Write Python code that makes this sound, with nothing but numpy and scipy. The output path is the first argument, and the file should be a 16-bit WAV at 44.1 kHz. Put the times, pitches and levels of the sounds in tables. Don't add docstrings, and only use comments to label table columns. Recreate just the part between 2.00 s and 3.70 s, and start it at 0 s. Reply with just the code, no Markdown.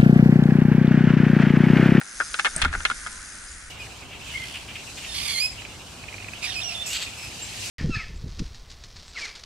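import sys
import numpy as np
from scipy import signal
from scipy.fft import rfft, irfft
from scipy.io import wavfile

SR = 44100
rng = np.random.default_rng(int(sys.argv[2]) if len(sys.argv) > 2 else 0)


def dump(signal):
    limited = np.clip(np.atleast_2d(signal).T, -1, 1)
    pcm = np.round(limited * 32767).astype(np.int16)
    wavfile.write(sys.argv[1], SR, pcm)


N = 74970
TIME_S = np.arange(N) / SR
SIDE_SIGN = np.array([[1], [-1]])
CUTOFF_HZ = 11150


def from_db(db):
    return 10 ** (np.asarray(db) / 20)


def unit_rms(x):
    return x / np.sqrt(np.mean(x ** 2) + 1e-20)


def curve(rows):
    return np.interp(TIME_S, *np.transpose(rows))


def at_hz(rows, hz):
    row_hz, row_db = np.transpose(rows)
    return np.interp(np.log(hz + 1e-9), np.log(row_hz), row_db)


def waver(per_s):
    return np.interp(TIME_S * per_s, np.arange(256), rng.standard_normal(256))


def butter(x, hz, kind):
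    return signal.sosfilt(signal.butter(2, hz, kind, fs=SR, output="sos"), x + 1e-18)


def impulses(start_s, sizes):
    return np.bincount(np.clip(start_s * SR, 0, N).astype(int), sizes, N + 1)[:N]


def decay(x, tau_s):
    return signal.lfilter([1], [1, -np.exp(-1 / (tau_s * SR))], x + 1e-18)


def ring(force, hz, t60_s, phase_rad=0):
    pole = from_db(-60 / (t60_s * SR)) * np.exp(2j * np.pi * hz / SR)
    mode = signal.lfilter([1], [1, -pole], force + 1e-18)
    return (mode * np.exp(.5j * phase_rad * SIDE_SIGN)).imag


def stereo_noise(side_db):
    mid, side = rng.standard_normal((2, N))
    return mid + from_db(side_db) * side * SIDE_SIGN


# frequency in Hz, side minus mid in dB.
WIDTH = [(50, -20), (130, -10.5), (400, -2.5), (900, -1), (1500, -12.5), (2200, 1.5), (3500, 2.5),
         (7000, -6)]
def coloured_noise(spectrum):
    hz = np.arange(N // 2 + 1) * SR / N
    mid, side = rfft(rng.standard_normal((2, N)))
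    stereo = mid + side * from_db(at_hz(WIDTH, hz)) * SIDE_SIGN
    noise = irfft(stereo * from_db(at_hz(spectrum, hz)), N)
    return unit_rms(butter(noise, 12.4, "high"))


# time in seconds, level in dB.
RUMBLE_LEVEL = [(0, -82), (.2, -47.5), (.45, -57), (.58, -40), (.66, -30), (.78, -34), (.85, -43),
                (1.3, -50), (1.5, -47.5)]
# frequency in Hz, relative density in dB.
RUMBLE_SPECTRUM = [(25, 0), (42, -2), (75, -7.5), (150, -20), (700, -52.5)]
def rumble():
    return from_db(curve(RUMBLE_LEVEL)) * coloured_noise(RUMBLE_SPECTRUM)


# frequency in Hz, peak level in dB.
TREAD_TONES = [(205, -61.5), (1017, -57.5)]
def tread_hum(peak_s=1.13, swell_s=.12):
    swell = np.exp(-((TIME_S - peak_s) / swell_s) ** 2)
    tones = sum(from_db(db) * np.sin(2 * np.pi * hz * TIME_S + waver(56)) for hz, db in TREAD_TONES)
    return swell * tones


# time in seconds, level in dB.
HISS_LEVEL = [(0, -44.5), (.53, -42), (.59, -32.5), (.7, -39.5), (.85, -41), (1.7, -46)]
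# frequency in Hz, relative density in dB.
HISS_SPECTRUM = [(100, -8.5), (250, -4.5), (450, -12), (1050, -10), (1450, 3.5), (1750, 0.5), (2200, -5),
                 (3000, -14.5), (11000, -21.5)]
def tyre_hiss():
    return from_db(curve(HISS_LEVEL)) * coloured_noise(HISS_SPECTRUM)


# start in seconds, level in dB, most driven frequency in Hz.
THUDS = [(0.563, -26.5, 157), (.563, -27.5, 620), (.634, -13.5, 38.5), (.661, -19.5, 78), (.661, -22, 267),
         (0.713, -29.5, 50.5), (.76, -24.5, 69.4), (0.915, -34.5, 230)]
# frequency in Hz, gain in dB, T60 in seconds.
RAMP_MODES = [(27.7, -2.5, 0.17), (47.5, -0.5, 0.073), (75.6, -6, 0.24), (166.5, -5, 0.13),
              (242, -2, 0.058), (635, -6, 0.081)]
def ramp_thuds(falloff_db_per_octave=13.5):
    start_s, db, contact_hz = np.transpose(THUDS)
    out = 0
    for hz, mode_db, t60_s in RAMP_MODES:
        falloff_db = falloff_db_per_octave * abs(np.log2(hz / contact_hz))
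        out += ring(impulses(start_s, from_db(db + mode_db - falloff_db)), hz, t60_s)
    return out


# time in seconds, lag as a fraction of a tooth.
PAWL_LAG = [(.17, 0.07), (.4, .32)]
def pawl_drops(teeth_per_s, jitter_s=.0002, spread_db=2, second_pawl_db=-2):
    teeth_passed = np.cumsum(teeth_per_s) / SR
    teeth = np.arange(int(teeth_passed[-1]))
    drops = 0
    for lag, db in ((0, 0), (curve(PAWL_LAG), second_pawl_db)):
        jitter, spread = rng.standard_normal((len(teeth), 2)).T
        start_s = np.interp(teeth, teeth_passed - lag, TIME_S) + jitter_s * jitter
        drops += impulses(start_s, from_db(db + spread_db * spread))
    return drops


# time in seconds, teeth per second.
RATCHET_SPEED = [(0, 84), (.3, 164), (.42, 125), (.6, 103), (.95, 118), (1.15, 99), (1.55, 90)]
# time in seconds, level in dB.
HUB_LEVEL = [(0, -44), (.17, -40.5), (.3, -39), (.6, -39.5), (.645, -42.5), (.672, -53), (.712, -66),
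             (.725, -44), (.85, -40), (1.3, -40.5), (1.7, -44)]
# frequency in Hz, Q, relative gain in dB.
HUB_MODES = [(5060, 142, 2.5), (5584, 170, -1.5), (6290, 22.6, -1.5), (7000, 60, -2.5), (8344, 85, -1.5),
             (8946, 140, 1.5), (10430, 85, -5.5)]
def freewheel(rub_db=-5.5, broadband_db=-9.5, waver_db=3, sing_db_per_doubling=6.5, sing_below_hz=6500):
    teeth_per_s = curve(RATCHET_SPEED)
    clicks = decay(pawl_drops(teeth_per_s), tau_s=.0017)
    force = (clicks + from_db(rub_db)) * stereo_noise(side_db=-9.5)
    out = from_db(broadband_db) * butter(butter(force, 4560, "high"), CUTOFF_HZ, "low")
    doublings = np.log2(teeth_per_s / teeth_per_s.mean())
    for hz, q, db in HUB_MODES:
        sing_db = sing_db_per_doubling * doublings * (hz < sing_below_hz)
        resonance = signal.lfilter(*signal.iirpeak(hz, q, fs=SR), force)
        out += from_db(db + sing_db + waver_db * waver(per_s=33)) * resonance
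    return unit_rms(out) * from_db(curve(HUB_LEVEL))


# start in seconds, ring level in dB, snap level in dB.
CLINKS = [(0.5627, -15.5, -18), (0.58, -27.5, -38), (0.6155, -31, -27.5)]
# frequency in Hz, gain in dB, T60 in seconds, left-right phase in radians.
CLINK_MODES = [(8220, -1.5, 0.01, 1.4), (8360, -7, 0.018, -0.032), (8594, -9, 0.02, 0.06)]
def metal_clinks(buzz_db=-12.5, contact_s=.0023):
    start_s, ring_db, snap_db = np.transpose(CLINKS)
    hits = impulses(start_s, from_db(ring_db))
    buzz = decay(hits, contact_s) * rng.standard_normal(N)
    force = hits + from_db(buzz_db) * buzz
    snap = decay(impulses(start_s, from_db(snap_db)), contact_s) * rng.standard_normal(N)
    ringing = sum(ring(force * from_db(db), hz, t60_s, rad) for hz, db, t60_s, rad in CLINK_MODES)
    return butter(snap, 7900, "high") + ringing


# start in seconds, strength in dB, hardness in dB, most driven housing frequency in Hz.
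KNOCKS = [(0.013, -16.5, -10, 780), (0.2015, -7, -31, 1472), (.209, -17.5, -16, 1540),
          (0.219, -18, -13, 1330), (0.342, -19, 5, 1490), (.389, -21.5, 0.5, 1400),
          (0.395, -15.5, 5.5, 1525), (0.447, -14.5, 4, 1200), (.452, -15, 3, 1710),
          (0.457, -13.5, 0.5, 870), (.464, -10.5, -12, 1770), (.469, -12, -17, 1180),
          (0.617, -11.5, 1.5, 3300), (.621, -21.5, 14.5, 1250), (.626, -24, 5, 3250),
          (0.64, -18.5, 0.5, 1530), (0.648, -15, 2, 1500), (0.653, -9.5, -23, 1300), (0.68, -31, 4, 1510),
          (.728, -20, -3.5, 1310), (0.737, -15.5, -13, 1487), (0.750, -17.5, -10.5, 1380),
          (.804, -21.5, -8, 1260), (.851, -12, 6, 1990), (0.854, -17.5, -1, 765), (.900, -16.5, -1, 1300),
          (0.911, -21.5, -2, 1270), (0.914, -20, -17, 1260), (1.063, -22.5, -8, 1230),
          (1.070, -20.5, -10, 2130)]
# frequency in Hz, gain in dB.
FRAME_MODES = [(1750, -28), (2770, -48), (3335, -41), (3650, -30)]
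def frame_ring():
    start_s, db, hard_db, _ = np.transpose(KNOCKS)
    out = 0
    for hz, mode_db in FRAME_MODES:
        signs = rng.choice([-1, 1], len(start_s))
        hits = impulses(start_s, signs * from_db(db + hard_db + mode_db))
        out += ring(hits, hz, t60_s=.2, phase_rad=.97)
    return out


# frequency in Hz, gain in dB, T60 in seconds, left-right phase in radians.
HOUSING_MODES = [(425, -31, 0.031, 5), (805, -18, 0.039, 1.75), (1244, -8, 0.023, 0.35),
                 (1436, -6, 0.021, 0.05), (1546, -5, 0.012, .5), (1740, -3, 0.012, 1.57),
                 (2151, -9, 0.025, 2.5), (2567, -9.5, 0.015, -2.7), (2880, -9.5, 0.0076, -3),
                 (3306, -14.5, 0.024, 1.13), (4165, -18, 0.022, 0.5)]
def housing_rattle():
    main_hz, main_octaves = 1540, .84
    favour_db, favour_octaves = 7.5, .2
    chatter_per_s, chatter_db, chatter_s = 4000, -17, .0073
    spread_db, crack_db, crack_s = 2.5, -3.5, .003
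    start_s, db, hard_db, contact_hz = np.transpose(KNOCKS)
    shell = 0
    for k, (hz, mode_db, t60_s, phase_rad) in enumerate(HOUSING_MODES):
        off_main = min(abs(np.log2(hz / main_hz)) / main_octaves, 1)
        reach_db = off_main * (hard_db if hz > main_hz else np.minimum(hard_db, 0))
        contact_db = favour_db * np.exp(-(np.log2(hz / contact_hz) / favour_octaves) ** 2)
        random_db = spread_db * rng.standard_normal(len(start_s))
        hits = impulses(start_s, from_db(db + mode_db + reach_db + contact_db + random_db))
        grains = (rng.random(N) < chatter_per_s / SR) * stereo_noise(side_db=at_hz(WIDTH, hz))
        chatter = from_db(chatter_db) * grains * decay(hits, chatter_s)
        shell += (-1) ** k * ring(hits + chatter, hz, t60_s, phase_rad)
    shell = butter(shell, 358, "high")
    crack_hits = impulses(start_s, from_db(db + hard_db + crack_db))
    crack = decay(crack_hits, crack_s) * stereo_noise(side_db=0)
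    return shell + butter(butter(crack, 1200, "high"), 3850, "low")


def scene(lean_db=.4):
    rattles = housing_rattle() + frame_ring() + metal_clinks()
    tyres = tyre_hiss() + tread_hum()
    lows = rumble() + ramp_thuds()
    return lows + (rattles + tyres + freewheel()) * from_db(lean_db * SIDE_SIGN)


def record(dry, ceiling=.8):
    rounded = ceiling * np.tanh(dry / ceiling)
    return signal.sosfilt(signal.ellip(12, .2, 80, CUTOFF_HZ, fs=SR, output="sos"), rounded)


dry = scene()
out = record(dry)
dump(out)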